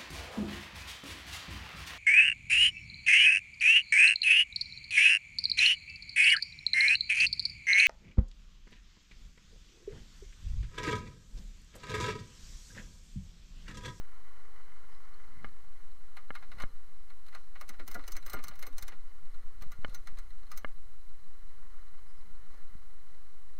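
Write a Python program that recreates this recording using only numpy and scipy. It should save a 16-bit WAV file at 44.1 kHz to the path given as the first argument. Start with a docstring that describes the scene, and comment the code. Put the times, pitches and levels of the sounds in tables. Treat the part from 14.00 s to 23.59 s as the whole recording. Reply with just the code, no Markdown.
"""A tow truck's diesel idles, its firings pulsing in the exhaust and clatter, with faint squeaks above.
A steel tie-down ratchet is worked on the truck's bed: the handle clacks, the pawl snaps over the teeth
and webbing rustles, all exciting the resonances of the steel. Small parts ring, the strap twangs, and
the buckle twice clunks on the hollow deck among softer thuds. A small body-worn camera hears it all
through its housing, which is knocked and swayed as the wearer moves."""
import sys
import numpy as np
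from scipy import signal
from scipy.fft import rfft, irfft, next_fast_len
from scipy.io import wavfile
from scipy.ndimage import uniform_filter1d

SR = 44100
rng = np.random.default_rng(int(sys.argv[2]) if len(sys.argv) > 2 else 0)


def digitize_waveform(pressure):
    """Quantize a signal to 16-bit integers and store it at the path in sys.argv[1].

    Rows of a 2-D input are taken as channels; values are limited to [-1, 1].
    """
    field = np.atleast_2d(pressure).T
    bounded = np.clip(field, -1, 1)
    quanta = np.round(bounded * 32767).astype(np.int16)
    wavfile.write(sys.argv[1], SR, quanta)


N = 422919
TIME = np.arange(N) / SR

# resonances of the ratchet: centre_hz, width_hz, gain_db
STEEL_RESONANCES = [(538, 35, -4.5), (792, 41, -7.5), (1209, 150, -0.5), (1416, 45, 3.5), (1646, 210, -11),
                    (1969, 135, -2.5), (2145, 80, -3), (2950, 130, -8), (3850, 33, -18), (4150, 290, 4.5),
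                    (5150, 500, -3), (6100, 300, 1.5), (7450, 150, -7), (8250, 140, -8), (8800, 150, -9),
                    (9450, 300, -5), (11100, 400, -10), (12250, 250, -5), (13120, 150, -3),
                    (13620, 300, -1), (14330, 300, -10), (15270, 130, -3), (15650, 150, -9)]
DIRECT_DB = -10.5   # contact noise that bypasses them
# the loose handle clacks against the frame; the first row is instead the bright snap of the housing knock at
# 1.446 s: start_s, frame_db, edge_db
HANDLE_CLACKS = [(1.444, -52, -68), (2.1688, -48, -55), (2.352, -43, -52), (2.425, -50, -68),
                 (2.5167, -50, -62), (2.5835, -55, -63), (2.601, -42, -53), (2.621, -50, -50),
                 (3.101, -56, -66), (3.264, -63, -62), (3.2834, -61, -61), (3.326, -55, -68),
                 (3.3484, -46.5, -54), (3.5557, -49, -75), (3.739, -56, -69), (3.992, -52, -68),
                 (4.226, -59, -60), (4.280, -56, -63), (4.323, -56, -61), (4.470, -61, -62),
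                 (4.536, -62, -71), (4.728, -62, -63), (3.796, -46.5, -60), (4.0386, -55, -62),
                 (4.152, -54, -65), (4.366, -48, -68), (4.389, -50, -63), (4.511, -54, -68),
                 (4.921, -51, -71), (5.343, -62, -68), (5.611, -62, -66), (5.895, -62, -60),
                 (6.172, -57, -63), (6.3041, -63, -68), (6.468, -67, -69), (6.679, -63, -67)]
# the pawl snaps over a tooth, two or three times a stroke: start_s, frame_db, edge_db, sparkle_db
PAWL_SNAPS = [(3.6108, -47, -54, -61), (3.6908, -47.5, -49, -60), (3.8779, -48, -49.5, -50),
              (3.913, -51, -52, -53), (3.9445, -49, -50, -54), (4.0785, -47.5, -48.5, -53),
              (4.1201, -55, -48, -52), (4.1662, -47, -48, -55), (4.2627, -49, -52.5, -52),
              (4.2976, -54, -50.5, -54), (4.3325, -49, -48, -50), (4.4389, -47.5, -48, -52),
              (4.482, -54, -49, -52), (4.5555, -62, -64, -65), (4.5915, -55, -60, -60),
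              (4.6261, -45.5, -50, -54), (4.6664, -51, -55, -58), (4.7817, -50, -46, -54),
              (4.8245, -50, -48.5, -52), (4.8801, -47, -50.5, -59), (5.6212, -53, -57.5, -65),
              (5.7181, -53, -59, -63), (5.9456, -52, -51, -55), (6.0717, -48, -57, -71),
              (6.1859, -58, -59, -70), (6.5158, -48.5, -52.5, -58), (6.5744, -53, -49, -50)]


def from_db(db):
    """Decibels to amplitude ratio."""
    return 10 ** (np.asarray(db) / 20)


def rms(x):
    """Root-mean-square amplitude."""
    return np.sqrt(np.mean(x ** 2) + 1e-20)


def level_curve(rows):
    """Linear interpolation of (time_s, level_db) at every sample."""
    return np.interp(TIME, *np.transpose(rows))


def band(x, low_hz, high_hz, order=3):
    """Butterworth band-pass."""
    sections = signal.butter(order, [low_hz, min(high_hz, .45 * SR)], "band", fs=SR, output="sos")
    return signal.sosfilt(sections, x + 1e-18)


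def noise(spectrum):
    """Noise of unit rms, shaped by (frequency_hz, density_db) and falling away beyond the ends."""
    hz, db = np.transpose(spectrum)
    f = np.maximum(np.arange(N // 2 + 1) * SR / N, 1)
    skirts = np.minimum(f / hz[0], 1) ** 2 * np.minimum(hz[-1] / f, 1) ** 2
    shape = skirts * from_db(np.interp(np.log(f), np.log(hz), db))
    size = next_fast_len(N, True)
    gain = np.interp(np.arange(size // 2 + 1) * SR / size, f, shape)
    x = irfft(rfft(rng.standard_normal(size)) * gain, size)[:N]
    return x / rms(x)


def drift(rate_hz):
    """Random fluctuation with a spread near 1."""
    return np.interp(TIME * rate_hz, np.arange(8000), rng.standard_normal(8000))


def phase_of(hz):
    """Phase is the integral of frequency."""
    return 2 * np.pi * np.cumsum(hz) / SR


def resonate(x, peaks, direct_db):
    """Forced response of parallel resonators beside a direct path."""
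    out = from_db(direct_db) * x
    for hz, width_hz, db in peaks:
        r = np.exp(-np.pi * width_hz / SR)
        feedback = [1, -2 * r * np.cos(2 * np.pi * hz / SR), r * r]
        out += from_db(db) * signal.lfilter(np.array([1, 0, -1]) * (1 - r * r) / 2, feedback, x + 1e-18)
    return out


def ring(force, modes):
    """Modal superposition: an impulse starts a damped sine for each (pitch_hz, gain_db, t60_s)."""
    out = np.zeros(N)
    for hz, db, t60_s in modes:
        r, w = np.exp(-np.log(1000) / (t60_s * SR)), 2 * np.pi * hz / SR
        out += from_db(db) * signal.lfilter([0, np.sin(w)], [1, -2 * r * np.cos(w), r * r], force + 1e-18)
    return out


def taps(rows):
    """One impulse for each (start_s, level_db)."""
    out = np.zeros(N)
    for s, db in rows:
        out[int(s * SR)] = from_db(db)
    return out


def swells(rows, attack_s, release_s):
    """Envelope of rubs (start_s, length_s, level_db): being incoherent, they add in power."""
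    power = np.zeros(N)
    for s, length_s, db in rows:
        outside = np.maximum(s - TIME, 0) / attack_s + np.maximum(TIME - s - length_s, 0) / release_s
        power += from_db(db) ** 2 * np.exp(-2 * np.minimum(outside, 20))
    return np.sqrt(power)


def bursts(times, levels, rise_s, decay_s):
    """Envelope of impacts: a faint slide, a rise, then exponential decay with a weak rattling tail."""
    t, out = np.arange(-SR // 20, SR // 4) / SR, np.zeros(N)
    after = np.maximum(t - rise_s, 0)
    decay = np.exp(-after / decay_s) + from_db(-27) * np.exp(-after / .022)
    slide = from_db(-19) * np.exp(-((t + .006) / .005) ** 2)
    shape = slide + np.clip(t / rise_s, 0, 1) ** .9 * decay
    for s, db in zip(times, levels):
        start = int((s + t[0]) * SR)
        out[start:start + len(t)] += from_db(db) * shape
    return out


def diesel_idle():
    """Periodic firing gives exhaust harmonics and modulates the clatter, puffs and valve ticks."""
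    # exhaust tones: multiple of the firing rate, rms_db
    harmonics = [(1, -66), (2, -65), (3, -82), (4, -84), (14, -88), (18, -87.5), (22, -91)]
    # spectrum of the clatter: frequency_hz, density_db
    clatter_spectrum = [(71, -62), (120, -18), (281, -2.5), (316, -5), (468, -1.5), (604, -9), (754, -3.5),
                        (1390, -3), (1510, -6.5), (2090, -5), (2610, -26.5), (3030, -8.5), (3540, -28.5),
                        (4130, -16), (7000, -26), (9100, -60), (15400, -120)]
    # air resonances of the microphone port: centre_hz, width_hz, gain_db
    port_resonances = [(442, 83, -4), (1150, 230, 3.5), (1412, 45, 4.5), (2020, 810, 1), (3190, 660, -17),
                       (4300, 110, -5), (6230, 500, 2.5)]
    # midrange clatter as the wearer turns: time_s, level_db
    clatter_levels = [(0, -65), (1.3, -64), (1.75, -68), (3.1, -70.5), (4.2, -73), (5.2, -68.5), (6.3, -69),
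                      (7.0, -71.5), (7.7, -67.5), (8.5, -68.5), (9.59, -71)]
    firing_hz, surge_hz = 25.06, 21
    phase = phase_of(firing_hz * (1 + .002 * drift(3)))
    tones = sum(np.sqrt(2) * from_db(db) * np.sin(k * phase + rng.uniform(0, 2 * np.pi))
                for k, db in harmonics)
    clatter = resonate(noise(clatter_spectrum), port_resonances, direct_db=-1.5)
    clatter *= from_db(1.3 * np.sin(phase) + drift(40))
    clatter *= from_db(level_curve(clatter_levels) + .5) / rms(band(clatter, 660, 2400))
    # four ticks for each firing, their strengths repeating with the camshaft
    tick = 4 * phase / (2 * np.pi)
    strikes = np.exp(-2.2 * (tick % 1)) * from_db(rng.uniform(-4, 4, 16))[tick.astype(int) % 16]
    valves = band(rng.standard_normal(N) * strikes, 3930, 4220, order=2)
    valves *= from_db(3 * np.sin(phase_of(surge_hz * (1 + .06 * drift(10)))))
    puffs = noise([(55, 0), (100, -2), (140, -13), (260, -16)]) * from_db(6 * np.sin(phase))
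    return tones + clatter + from_db(-77) * puffs / rms(puffs) + from_db(-80) * valves / rms(valves)


def body_movement():
    """Sway, bumps, cloth friction and buffets of air put low-frequency pressure on the microphone."""
    # how much the wearer moves: time_s, level_db
    motion_levels = [(0.15, -59), (0.22, -62), (1.99, -50), (2.17, -59), (2.69, -43), (2.77, -54),
                     (3.23, -60), (3.6, -53), (3.95, -44), (4.38, -44), (4.52, -51), (4.75, -45),
                     (5.2, -47), (5.9, -42), (6.16, -43), (6.4, -46), (6.75, -47), (6.95, -52), (8.68, -53),
                     (8.76, -45), (8.95, -58), (9.45, -59)]
    # soft bumps of the camera against clothing: start_s, thump_db, rub_db
    bumps = [(1.325, -62, -69), (1.375, -55, -64), (1.446, -42.5, -59), (1.477, -54, -65),
             (2.545, -46.5, -72), (2.572, -46, -66), (2.638, -33, -59), (4.343, -44, -66),
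             (4.500, -50, -61), (4.825, -47, -72), (5.620, -43, -73), (5.665, -44.5, -75),
             (5.789, -42, -72), (5.887, -42, -72), (6.125, -52, -75), (6.646, -47, -72), (7.27, -56, -74),
             (7.65, -59, -74), (8.300, -57, -65), (8.465, -63, -71), (8.545, -62, -67), (8.753, -43, -71),
             (9.12, -61, -73)]
    motion = from_db(level_curve(motion_levels))
    force = taps([(s, db) for s, db, _ in bumps])
    thumps = band(ring(force, [(23.6, 10, .053), (62, 5, .022), (125, 1, .013)]), 14, 310, order=2)
    sway = from_db(11) * motion * noise([(5, 1.5), (8, 1.5), (13, -8), (20, -10.5), (35, -31), (70, -43)])
    bump_drag = swells([(s, 0, db) for s, _, db in bumps], attack_s=.09, release_s=.045)
    rub = np.hypot(from_db(-31) * motion, bump_drag) * noise([(50, -5), (100, -5), (210, -7), (280, -14)])
    buffets = noise([(25, 0), (45, -3), (90, -14), (130, -26)]) * from_db(4 * drift(14))
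    return thumps + sway + rub + from_db(-19) * motion * buffets


def squeaks():
    """Random frequency modulation makes thin tones and their octaves waver, barely above the idle."""
    # faint chirps: start_s, length_s, pitch_hz, level_db, octave_db
    chirps = [(.88, 0.14, 5130, -75.5, -5), (1.137, .014, 4250, -63, -20), (1.383, .03, 2090, -60, -18),
              (8.06, 0.076, 5080, -75, -5), (8.15, 0.067, 5080, -76, -5), (8.53, .1, 1770, -70, -20)]
    out = np.zeros(N)
    for s, length_s, hz, db, octave_db in chirps:
        phase = phase_of(hz * (1 + .047 * drift(620)))
        envelope = from_db(db) * np.sin(np.pi * np.clip((TIME - s) / length_s, 0, 1))
        out += envelope * (np.sin(phase) + from_db(octave_db) * np.sin(2 * phase))
    return out


def chatter(times, levels, bands):
    """Steel meets steel in many tiny impacts, so the force of each contact is a burst of noise."""
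    force = np.zeros(N)
    for low_hz, high_hz, delay_s, rise_s, decay_s, gain_db in bands:
        grit = band(rng.standard_normal(N) * from_db(2.5 * drift(700)), low_hz, high_hz)
        grit /= np.sqrt(uniform_filter1d(grit ** 2, size=220) + 1e-18)   # each snap keeps an even energy
        grit /= rms(resonate(grit[:SR // 2], STEEL_RESONANCES, DIRECT_DB))
        force += grit * bursts(times + delay_s, levels + gain_db, rise_s, decay_s)
    return force


def ratchet_contacts():
    """Impact excitation: the handle clacks dully, the pawl snaps brightly, the frame answers both."""
    # contact bands of each part: low_hz, high_hz, delay_s, rise_s, decay_s, gain_db
    handle_bands = [(2300, 4400, -.002, .003, .0065, 1.2), (6600, 12500, -.002, .003, .006, -5)]
    frame_band = (560, 2550, -.003, .0055, .015, -.3)
    pawl_bands = [(2850, 7000, -.0017, .0035, .0055, 1.8), (6300, 12500, -.0015, .003, .0045, 1)]
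    sparkle_band = (12200, 15900, -.0015, .0032, .0045, 3)
    snap_s, snap_frame_db, snap_db, sparkle_db = np.transpose(PAWL_SNAPS)
    clack_s, clack_frame_db, clack_db = np.transpose(HANDLE_CLACKS)
    frame = chatter(np.r_[snap_s, clack_s], np.r_[snap_frame_db, clack_frame_db], [frame_band])
    first_touches = from_db(17) * band(taps(zip(clack_s, clack_db)), 1800, 5500, order=2)
    pawl = chatter(snap_s, snap_db, pawl_bands) + chatter(snap_s, sparkle_db, [sparkle_band])
    handle = chatter(clack_s, clack_db, handle_bands) + first_touches
    return handle + pawl + frame


def steel_body(force):
    """Resonance under shifting grip and load: each contact finds the peaks retuned and reweighted."""
    detune, grip_db = .01, 3
    starts = [0] + sorted(int(row[0] * SR) - SR // 100 for row in PAWL_SNAPS + HANDLE_CLACKS)
    out = np.zeros(N)
    for start, end in zip(starts, starts[1:] + [N]):
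        piece = np.pad(force[start:end], (0, SR // 10))[:N - start]
        peaks = [(hz * (1 + detune * rng.uniform(-1, 1)), width_hz, db + grip_db * rng.uniform(-1, 1))
                 for hz, width_hz, db in STEEL_RESONANCES]
        out[start:start + len(piece)] += resonate(piece, peaks, DIRECT_DB)
    return out


def housing_knocks():
    """Heavily damped plastic modes give dry snaps; the case catches twice at each knock."""
    # sharp knocks on the camera housing: start_s, level_db, pitch_ratio, top_hz
    knocks = [(1.4455, -34.5, .99, 2700), (2.3055, -31, .98, 2700), (2.637, -33, 1, 2500),
              (5.8473, -27.5, 1.02, 3500), (6.6465, -27.5, .99, 2700)]
    # modes of the housing: pitch_hz, gain_db, t60_s
    housing_modes = [(272, -10, 0.034), (635, -9.5, 0.015), (830, -13, .025), (1220, -10.5, 0.034),
                     (1420, -5.5, 0.021), (1703, -2, 0.015), (2120, -7.5, 0.024), (2930, -5.5, 0.013),
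                     (4080, -12, 0.013)]
    catch_s, catch_db = .0021, -11
    out = np.zeros(N)
    for s, db, pitch_ratio, top_hz in knocks:
        force = taps([(s, db), (s + catch_s * rng.uniform(.8, 1.2), db + catch_db)])
        modes = [(hz * pitch_ratio, gain_db, t60_s) for hz, gain_db, t60_s in housing_modes]
        out += band(ring(force, modes), 63, top_hz, order=4)
    return out


def webbing_friction():
    """Stick-slip friction: the weave drags over the spool in small catches at each pull and stroke."""
    # webbing pulled through the buckle by hand: start_s, length_s, level_db
    pulls = [(2.36, .14, -70), (2.58, .04, -60), (3.35, .04, -68), (3.97, .04, -63), (5.88, .05, -63),
             (6.43, .04, -71), (8.53, .06, -66.5), (9.10, .03, -71)]
    wind_db, usual_snap_db = -69, -50
    # a harder snap goes with louder winding
    winding = [(s, 0, wind_db + .3 * (edge_db - usual_snap_db)) for s, _, edge_db, _ in PAWL_SNAPS]
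    catches = from_db(4.5 * drift(110))
    drag = noise([(250, 1.5), (700, 7), (1400, 0), (4000, -9.5), (9000, -18.5), (15000, -24)]) * catches
    envelope = swells(winding + pulls, attack_s=.04, release_s=.06)
    return envelope * drag / rms(resonate(drag[:2 * SR], STEEL_RESONANCES, DIRECT_DB))


def deck_clunks():
    """The rattling buckle drives the deck's modes; padded by webbing, most landings stay dull, while the
    hardest ring the upper modes too."""
    # the buckle lands or thuds on the deck: start_s, level_db, low_hz, top_hz
    clunks = [(3.614, -52, 230, 900), (3.696, -48, 170, 420), (3.798, -45.5, 240, 620),
              (3.880, -52, 180, 500), (3.948, -39, 300, 2400), (3.954, -37.5, 230, 720),
              (4.082, -53, 170, 400), (4.122, -53, 170, 400), (4.167, -55, 180, 500),
              (4.265, -50, 180, 500), (4.336, -36, 380, 2600), (4.338, -37, 160, 720),
              (4.391, -53, 300, 1200), (4.512, -51, 500, 900), (4.632, -52.5, 250, 800),
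              (4.669, -50, 195, 620), (4.884, -55, 200, 600), (4.922, -54, 200, 704),
              (5.625, -54.5, 220, 620)]
    # modes of the deck: pitch_hz, gain_db, t60_s
    deck_modes = [(207, -13, 0.13), (225, -12, 0.11), (271, -8.5, 0.12), (350, -6.5, .12),
                  (438, -11.5, 0.09), (510, -8.5, 0.11), (613, -7, 0.054), (695, -9, 0.08), (760, -8, 0.1),
                  (945, -11, 0.07), (1222, -1, 0.11), (1410, -1, .085), (1470, -5, 0.034), (1660, -8, .06),
                  (1975, -4, .06), (2110, -7, 0.04), (2920, -10, 0.04), (4140, 0, 0.037)]
    impact_s, settle_s, settle_db = .017, .055, -26
    t, force = np.arange(SR // 4) / SR, np.zeros(N)
    decay = np.exp(-(t / impact_s) ** 2) + from_db(settle_db) * np.exp(-t / settle_s)
    envelope = np.minimum(t / .002, 1) * decay
    for s, db, low_hz, top_hz in clunks:
        rattle = band(rng.standard_normal(len(t)), low_hz, top_hz)
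        rattle *= rms(rattle) / np.sqrt(uniform_filter1d(rattle ** 2, size=700) + 1e-18)
        force[int(s * SR):int(s * SR) + len(t)] += from_db(db) * rattle * envelope
    hollow = band(force, 200, 900, order=5)   # dense low ring of the space under the deck
    return from_db(-27.5) * ring(force, deck_modes) + hollow


def strap_twangs():
    """A string's pitch follows its tension: the jolted strap starts sharp and sinks as it slackens."""
    # jolts of the strap: start_s, level_db, slack_pitch_hz
    twangs = [(3.822, -56, 205), (3.975, -50, 225), (4.364, -48.5, 205), (4.428, -59, 160),
              (4.700, -60, 210)]
    peak_s, sag_s = .015, .03
    t, out = np.arange(SR // 4) / SR, np.zeros(N)
    swell = (t / peak_s) ** 2 * np.exp(2 - 2 * t / peak_s)
    pitch_ratio = 1 + .5 * np.exp(-t / sag_s)
    for s, db, slack_hz in twangs:
        tone = np.sin(phase_of(slack_hz * pitch_ratio))
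        out[int(s * SR):int(s * SR) + len(t)] += from_db(db) * swell * tone
    return out


def jingle():
    """Free vibration of the spring, the pawl and the strap's ring, struck once and on the rebound."""
    # clicks that set small steel parts ringing: start_s, spring_db, pawl_db, strap_ring_db
    pings = [(3.943, -54, -58, -70), (4.124, -68, -52, -70), (4.167, -68, -49, -70), (4.441, -64, -57, -70),
             (4.784, -66, -54, -70), (4.2632, -53, -62, -50), (4.2996, -56, -60, -51),
             (4.3335, -44.5, -55, -52), (4.342, -50, -58, -60), (4.5915, -58, -70, -66),
             (4.6678, -53, -62, -59), (5.624, -66, -66, -62), (5.7194, -61, -68, -64),
             (5.947, -66, -50, -70), (6.1884, -70, -68, -60), (6.578, -58, -54, -70)]
    # modes of each part: pitch_hz, gain_db, t60_s
    spring_modes = [(4183, -9, 0.085), (8226, -8, 0.042), (12160, -10, .03), (13075, 1, 0.055),
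                    (13150, -6, .06), (13245, -3, 0.055)]
    pawl_modes = [(5030, -8, .03), (6080, 0, .075), (6370, -6, .05), (13660, -10, .04)]
    strap_ring_modes = [(4134, -9, .15), (8370, -7, .085), (15260, -1, .042)]
    rebound_s, rebound_db = .004, -6
    out = np.zeros(N)
    for column, modes in enumerate([spring_modes, pawl_modes, strap_ring_modes], start=1):
        hits = [(row[0], row[column]) for row in pings]
        for mode in modes:
            rebounds = [(s + rebound_s * rng.uniform(.5, 1.5), db + rebound_db) for s, db in hits]
            out += ring(taps(hits + rebounds), [mode])
    return out


def scene():
    """Superposition at the wearer's chest; contacts and webbing sound through the same steel."""
    tie_down = steel_body(ratchet_contacts() + webbing_friction()) + jingle()
    tie_down += deck_clunks() + strap_twangs()
    return (tie_down + housing_knocks() + body_movement() + diesel_idle() + squeaks())[None]


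def record(dry):
    """Electronic self-noise adds hiss and a thin whine; the top is cut and a steady offset added."""
    # spectrum of the hiss: frequency_hz, density_db
    hiss_spectrum = [(30, 15), (80, 11), (150, 7), (400, 9), (3000, 1.5), (7000, -0.5), (10000, -1.5),
                     (14000, -2), (16000, -14)]
    whine_hz, cutoff_hz, offset = 9120, 16000, -.0379
    hiss = from_db(-71.5) * noise(hiss_spectrum)
    whine = band(rng.standard_normal(N), whine_hz - 55, whine_hz + 55, order=2)
    sound = dry + hiss + from_db(-87.5) * whine / rms(whine)
    low_pass = signal.ellip(10, .2, 70, cutoff_hz, fs=SR, output="sos")
    return signal.sosfilt(low_pass, sound) + offset


dry = scene()
out = record(dry)
digitize_waveform(out)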